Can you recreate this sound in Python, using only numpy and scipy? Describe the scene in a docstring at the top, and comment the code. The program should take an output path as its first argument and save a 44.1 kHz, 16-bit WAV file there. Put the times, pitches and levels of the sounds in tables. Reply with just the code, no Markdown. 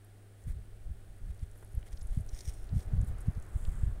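"""Among weeds, on dry leaves and stones, a small lizard creeps and then darts, close to the microphone. Its
feet tick by impact, and now and then a twig snaps; its belly scrapes by friction, in crackling strokes that can
ring a curled leaf, and at last it swishes through green leaves. A few very short, thin chirps sound above. Wind
eddies bump the microphone in separate puffs, over soft outdoor air and a distant machine hum."""
import sys
import numpy as np
from scipy import signal
from scipy.fft import rfft, irfft
from scipy.io import wavfile

SR = 44100
rng = np.random.default_rng(int(sys.argv[2]) if len(sys.argv) > 2 else 0)


def generate_wav(sig):
    """Save sig (samples, or channels by samples) to the path in sys.argv[1] as 16-bit PCM at SR."""
    pcm = np.round(np.clip(np.atleast_2d(sig).T, -1, 1) * 32767).astype(np.int16)
    wavfile.write(sys.argv[1], SR, pcm)


N = 176400
TIME, HZ = np.arange(N) / SR, np.fft.rfftfreq(N, 1 / SR)

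# spectra of the steady air and of the growing wash (frequency [Hz], relative density [dB])
AIR_SPECTRUM = [(120,-11.5),(200,0.5),(280,-6),(430,-2),(560,-9),(720,-9.5),(1050,-25),(1700,-16),(2500,-20),(3300,-20.5),(5000,-25),(6800,-27.5),(8700,-18.5),(12000,-29.5),(15500,-26.5)]
WASH_SPECTRUM = [(100,10.5),(250,-1.5),(400,6.5),(700,2.5),(1000,-6.5),(1700,-5.5),(2500,-14.5),(3400,-16),(5500,-21),(8500,-22.5),(12000,-27),(16000,-25)]
# envelopes of the wash and of a mid-range hiss (time [s], level [dB])
WASH_ENVELOPE = [(0,-75.5),(1.2,-72.5),(1.9,-64.5),(2.6,-63),(2.95,-57.5),(3.25,-60.5),(3.45,-62),(3.8,-59.5),(4,-61)]
HISS_ENVELOPE = [(2.4,-76.5),(3.25,-65.5),(3.5,-67.5),(3.8,-64.5),(4,-71.5)]
# machine partials (frequency [Hz], level before the shared gain [dB])
PARTIALS = [(302,-72.5),(378,-74.5),(604,-76),(666,-82.5),(714,-80.5),(780,-77),(858,-84),(1109,-96),(1461,-82)]
# gain shared by the partials (time [s], gain [dB])
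PARTIAL_GAIN = [(0,-9),(1.8,-4.5),(2.9,3.5),(4,-0.5)]
# eddies at the microphone (middle [s], level [dB], Gaussian width [s], corner frequency [Hz])
EDDIES = [(0.48,-35.5,0.029,98),(0.521,-33,0.026,56),(0.573,-41.5,0.093,74.6),(0.869,-31.5,0.012,34.5),(0.908,-34.5,0.023,74),(1.269,-39.5,0.11,69),(1.43,-32,.018,78),
          (1.746,-36,0.014,69),(1.781,-27,0.017,57.7),(1.939,-36,0.021,60.3),(2.021,-35,0.011,59),(2.055,-35,0.029,49),(2.131,-29,0.033,35.3),(2.177,-26,0.0094,125),(2.198,-34,0.039,75),(2.337,-31,0.015,48),(2.485,-30,0.022,69.4),
          (2.734,-28.5,0.016,110),(2.766,-27,0.035,103),(2.884,-36,0.036,69),(2.938,-26,0.028,98),(2.995,-27,0.07,80),(3.035,-29,0.017,108),(3.106,-38.5,0.15,82),(3.289,-24,0.019,115),(3.379,-31,0.016,85),
          (3.563,-26,0.018,70.5),(3.691,-27,0.023,64),(3.753,-35,0.03,55.4),(3.836,-18.5,0.0061,70.6),(3.873,-27.5,0.022,75.6),(3.9,-33.5,0.03,70)]
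# envelope of the low wind (time [s], level [dB])
RUMBLE_ENVELOPE = [(0,-63.5),(.44,-60),(.5,-50),(1.1,-47),(1.6,-49),(2.1,-44.5),(2.6,-43.5),(3.1,-38.5),(3.45,-46),(3.7,-30.5),(4,-40)]
# spectrum of the low wind (frequency [Hz], relative density [dB])
RUMBLE_SPECTRUM = [(15,9.5),(35,8.5),(70,-2.5),(130,-12),(220,-20.5),(400,-46),(900,-99)]
# thin chirps (time [s], peak level [dB], top frequency [Hz])
THIN_CHIRPS = [(0.046,-57,11500),(1.576,-57,11600),(1.6455,-54,11300),(1.75,-51,11470),(2.0268,-51.5,10940)]
# envelope of stray leaf crackles (time [s], level [dB])
CRACKLE_ENVELOPE = [(0,-84),(1.6,-76.5),(2.3,-72),(2.9,-77.5),(3.7,-71.5),(4,-86)]
# envelope of the run through green leaves (time [s], level [dB])
SWISH_ENVELOPE = [(3.42,-87),(3.59,-64.5),(3.86,-69.5),(3.95,-80)]
# response of dry leaf under the belly (frequency [Hz], relative density [dB])
LEAF_SPECTRUM = [(1200,3.5),(2050,11),(2750,-0.5),(3300,4.5),(4600,-2),(6000,-3.5),(7300,0.5),(9300,6.5),(12300,-6.5),(14700,2.5),(16000,-13)]
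# resonances of a stiff curled leaf (frequency [Hz], bandwidth [Hz], relative level [dB])
CURL_MODES = [(5300,360,13.5),(5780,360,15),(6600,190,15),(8660,280,17)]
# body and tail sliding over leaves
# (start [s], length [s], level [dB], band centre [Hz], fullest point [share of length], ring [0-1])
STROKES = [(0.375,0.1,-74,10000,0.55,0),(0.455,0.088,-64.5,15000,.4,0),(0.468,.075,-68.5,900,0.31,0),(1.23,0.088,-71,4000,1,0),(1.387,0.075,-69,4500,0.59,0),(1.543,0.12,-70.5,13000,0.34,0),(1.856,0.036,-62,4500,0.41,0.03),(1.914,0.031,-61,4800,0.42,0.15),
           (2.053,0.15,-65.5,6200,0.9,0.01),(2.299,0.17,-58,5600,0.54,0.56),(2.431,0.076,-54,6600,0.82,0.75),(2.465,0.26,-65,6600,0.17,0.3),(2.724,0.14,-61.5,6400,0.46,0.1),(3.044,0.067,-63.5,12100,0.57,0)]
# feet on dry leaves and stones, and a few sharp twig snaps (time [s], level [dB], band centre [Hz], length [s])
TICKS_AND_SNAPS = [(.438,-64,8500,.003),(1.3935,-64,5300,.0017),(1.432,-65,9200,0.0027),(1.512,-64,9050,0.0043),
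                   (1.625,-57.5,613,0.01),(1.826,-61.5,2110,0.0053),(1.886,-66,4440,0.0019),(1.929,-62,5600,.004),(1.97,-61,4470,0.0087),(2.009,-61.5,5700,0.013),
                   (2.069,-60.5,9200,0.0069),(2.147,-62,9500,.003),(2.206,-61.5,9700,0.0064),(2.263,-61.5,9400,0.0032),(2.287,-57.5,5740,0.0098),(2.348,-52,7000,0.0012),(2.375,-61,5200,0.0033),
                   (2.389,-53,4700,0.0043),(2.406,-50,5600,.0065),(2.536,-60,8700,0.0067),(2.692,-57,4360,0.00087),(2.804,-61,4540,0.0058),(3.01,-59.5,8200,0.01),(3.046,-60,10000,0.0038),
                   (3.182,-63.5,9200,0.0064),(3.206,-55,9700,0.0027),(3.21,-61.5,9200,0.011),(3.3515,-62,5600,0.0011),(3.4,-58,8000,0.0015),(3.423,-62,8000,0.0064),(3.651,-53,3180,0.0021)]


def amp(db):
    """Decibels to amplitude ratio."""
    return 10 ** (np.asarray(db) / 20)


def unit_rms(x):
    """Normalisation to rms 1."""
    return x / np.sqrt(np.mean(x ** 2) + 1e-30)


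def envelope(points):
    """Gain over time from (time [s], level [dB]) points."""
    return amp(np.interp(TIME, *np.transpose(points)))


def spectrum(points):
    """Gain over frequency from (frequency [Hz], level [dB]) points."""
    hz, db = np.transpose(points)
    return amp(np.interp(np.log(HZ + 1), np.log(hz + 1), db))


def band(hz, centre_hz, octaves):
    """A broad resonance, Gaussian in log frequency."""
    return np.exp(-.5 * (np.log2((hz + 1) / centre_hz) / octaves) ** 2)


def lowpass(hz, edge_hz, order):
    """Maximally flat low-pass gain."""
    return 1 / np.sqrt(1 + (hz / edge_hz) ** (2 * order))


def filtered(x, gain):
    """Filtering as multiplication of the spectrum."""
    return irfft(rfft(x) * gain, len(x))


def noise(gain):
    """Gaussian noise of rms 1 with the given spectrum."""
    return unit_rms(filtered(rng.standard_normal(N), gain))


def drift(rate_hz):
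    """Low-pass random fluctuation of rms 1."""
    return noise(np.exp(-(HZ / rate_hz) ** 2))


def add(mix, start, sound):
    """Superposition of a sound from a start time in seconds."""
    at = round(start * SR)
    part = mix[max(at, 0):max(at + len(sound), 0)]
    part += sound[max(-at, 0):][:len(part)]


def air():
    """Independent noises add in power: steady outdoor air, a growing, fluttering wash and a soft hiss."""
    bed = amp(-65.5) * noise(spectrum(AIR_SPECTRUM))
    flutter = amp(1.6 * drift(rate_hz=47))
    wash = envelope(WASH_ENVELOPE) * noise(spectrum(WASH_SPECTRUM)) * flutter
    hiss = envelope(HISS_ENVELOPE) * noise(band(HZ, centre_hz=1290, octaves=.57))
    return bed + wash + hiss


def machine():
    """Random frequency modulation makes a distant machine's hum and faint partials waver."""
    def tone(hz, db, waver_hz):
        frequency = hz + waver_hz * drift(rate_hz=8.86)
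        return amp(db) * unit_rms(np.sin(2 * np.pi * np.cumsum(frequency) / SR))
    hum = tone(hz=101.5, db=-56, waver_hz=.72)
    partials = sum(tone(hz, db, waver_hz=2.79) for hz, db in PARTIALS)
    return hum + envelope(PARTIAL_GAIN) * partials


def wind():
    """Turbulent pressure: eddies hit the microphone as short dull puffs over a lumpy rumble."""
    puffs, size = np.zeros(N), 16384
    t, hz = (np.arange(size) - size // 2) / SR, np.fft.rfftfreq(size, 1 / SR)
    for middle, db, width, corner_hz in EDDIES:
        swirl = rng.standard_normal(size) * np.exp(-4 * (t / width) ** 2)
        phase = np.angle(rfft(swirl))
        magnitude = (hz / corner_hz) ** .53 * lowpass(hz, corner_hz, order=3.7)
        eddy = irfft(magnitude * np.exp(1j * phase)) * np.exp(-.5 * (t / width) ** 2)
        eddy = filtered(eddy, lowpass(hz, edge_hz=273, order=8))  # limit of the quickest eddies
        add(puffs, middle + t[0], amp(db) * eddy / np.linalg.norm(eddy) * np.sqrt(width * SR))
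    rumble = noise(spectrum(RUMBLE_SPECTRUM)) * amp(.75 * drift(rate_hz=11))
    return puffs + envelope(RUMBLE_ENVELOPE) * unit_rms(rumble)


def chirps():
    """Frequency sweep: a pure tone arches up and down within a few milliseconds."""
    out, length_s, arch_depth, crest = np.zeros(N), .0038, .37, .57
    progress = np.arange(0, 1, 1 / (length_s * SR))
    swell = np.sqrt(np.sin(np.pi * progress))
    for start, db, top_hz in THIN_CHIRPS:
        hz = top_hz * (1 - arch_depth * abs(progress / crest - 1) ** 2.9)
        add(out, start, amp(db) * swell * np.sin(2 * np.pi * np.cumsum(hz) / SR))
    return out


def fractures(per_s, spread_db):
    """Shot noise: tiny fractures are independent impulses of uneven size."""
    size = amp(spread_db * np.minimum(rng.exponential(1, N), 4))
    return size * rng.choice([-1, 1], N) * (rng.random(N) < per_s / SR)


def leaf_crackle():
    """Impulse response: each stray fracture in the disturbed leaves excites a brief damped ring."""
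    t, decay_s = np.arange(SR // 100) / SR, .0025
    ring = rng.standard_normal(len(t)) * np.exp(-t / decay_s)
    crackle = signal.fftconvolve(fractures(per_s=200, spread_db=2), ring)[:N]
    crackle = filtered(crackle, band(HZ, centre_hz=8150, octaves=.49))
    return envelope(CRACKLE_ENVELOPE) * unit_rms(crackle)


def friction():
    """Uneven slip modulates the amplitude of a dense train of tiny snaps."""
    return fractures(per_s=5000, spread_db=3) * amp(2 * drift(rate_hz=140))


def leaf_swish():
    """Friction of soft green leaves along the body excites one narrow resonance and two weaker ones."""
    response = (band(HZ, centre_hz=8200, octaves=.22)
                + amp(-7) * band(HZ, centre_hz=3350, octaves=.16)
                + amp(-14) * band(HZ, centre_hz=14000, octaves=.3))
    contact = envelope(SWISH_ENVELOPE) * (TIME > SWISH_ENVELOPE[0][0])
    return contact * unit_rms(filtered(friction(), response))


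def belly_scrapes():
    """Source and filter: dragging scales drive dry leaf and, in some strokes, a curled leaf's modes."""
    out, leaf_power = np.zeros(N), spectrum(LEAF_SPECTRUM) ** 2
    curl_power = sum(amp(db) ** 2 / (1 + (2 * (HZ - hz) / width) ** 4) for hz, width, db in CURL_MODES)
    grains = friction()
    for start, length, db, centre_hz, fullest, ring in STROKES:
        corners = start + length * np.array([0, np.clip(fullest, .05, .95), 1])
        stroke = np.interp(TIME, corners, [0, 1, 0])
        pressure = np.sin(stroke * np.pi / 2) ** 1.26
        response = np.sqrt(leaf_power + ring * curl_power / 2) * band(HZ, centre_hz, octaves=1.45)
        scrape = pressure * filtered(grains, response)
        out += amp(db) * unit_rms(scrape) * np.sqrt(np.mean(pressure ** 2))
    return out


def ticks_and_snaps():
    """Impact excitation: each footfall or twig snap drives one patch of leaf or wood in a brief noise burst
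    with a faint tail."""
    out, size, tail_s = np.zeros(N), 4096, .009
    t, hz = (np.arange(size) - size // 10) / SR, np.fft.rfftfreq(size, 1 / SR)
    for start, db, centre_hz, length in TICKS_AND_SNAPS:
        pressure = np.sqrt(abs(np.sin(np.pi * np.clip(t / length, 0, 1))))
        tail = (t > length / 2) * amp(-20) * np.exp(-abs(t) / tail_s)
        resonance = band(hz, centre_hz, octaves=.27 * (9000 / centre_hz) ** .5)
        skirt = amp(-12) * band(hz, centre_hz, octaves=1)
        response = (resonance + skirt) * lowpass(hz, edge_hz=11500, order=7)
        burst = filtered((pressure + tail) * rng.standard_normal(size), response)
        add(out, start + t[0], amp(db) * burst / np.linalg.norm(burst) * np.sqrt(length * SR))
    return out


def scene():
    """Superposition of lizard, chirps, wind and background at one microphone."""
    lizard = ticks_and_snaps() + belly_scrapes() + leaf_swish() + leaf_crackle()
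    return (lizard + chirps() + wind() + air() + machine())[None]


def record(dry):
    """Band limiting by a steep linear-phase low-pass filter."""
    kernel = signal.firwin(1023, cutoff=15800, window=("kaiser", 9), fs=SR)
    return signal.oaconvolve(dry, kernel[None], "same")


dry = scene()
out = record(dry)
generate_wav(out)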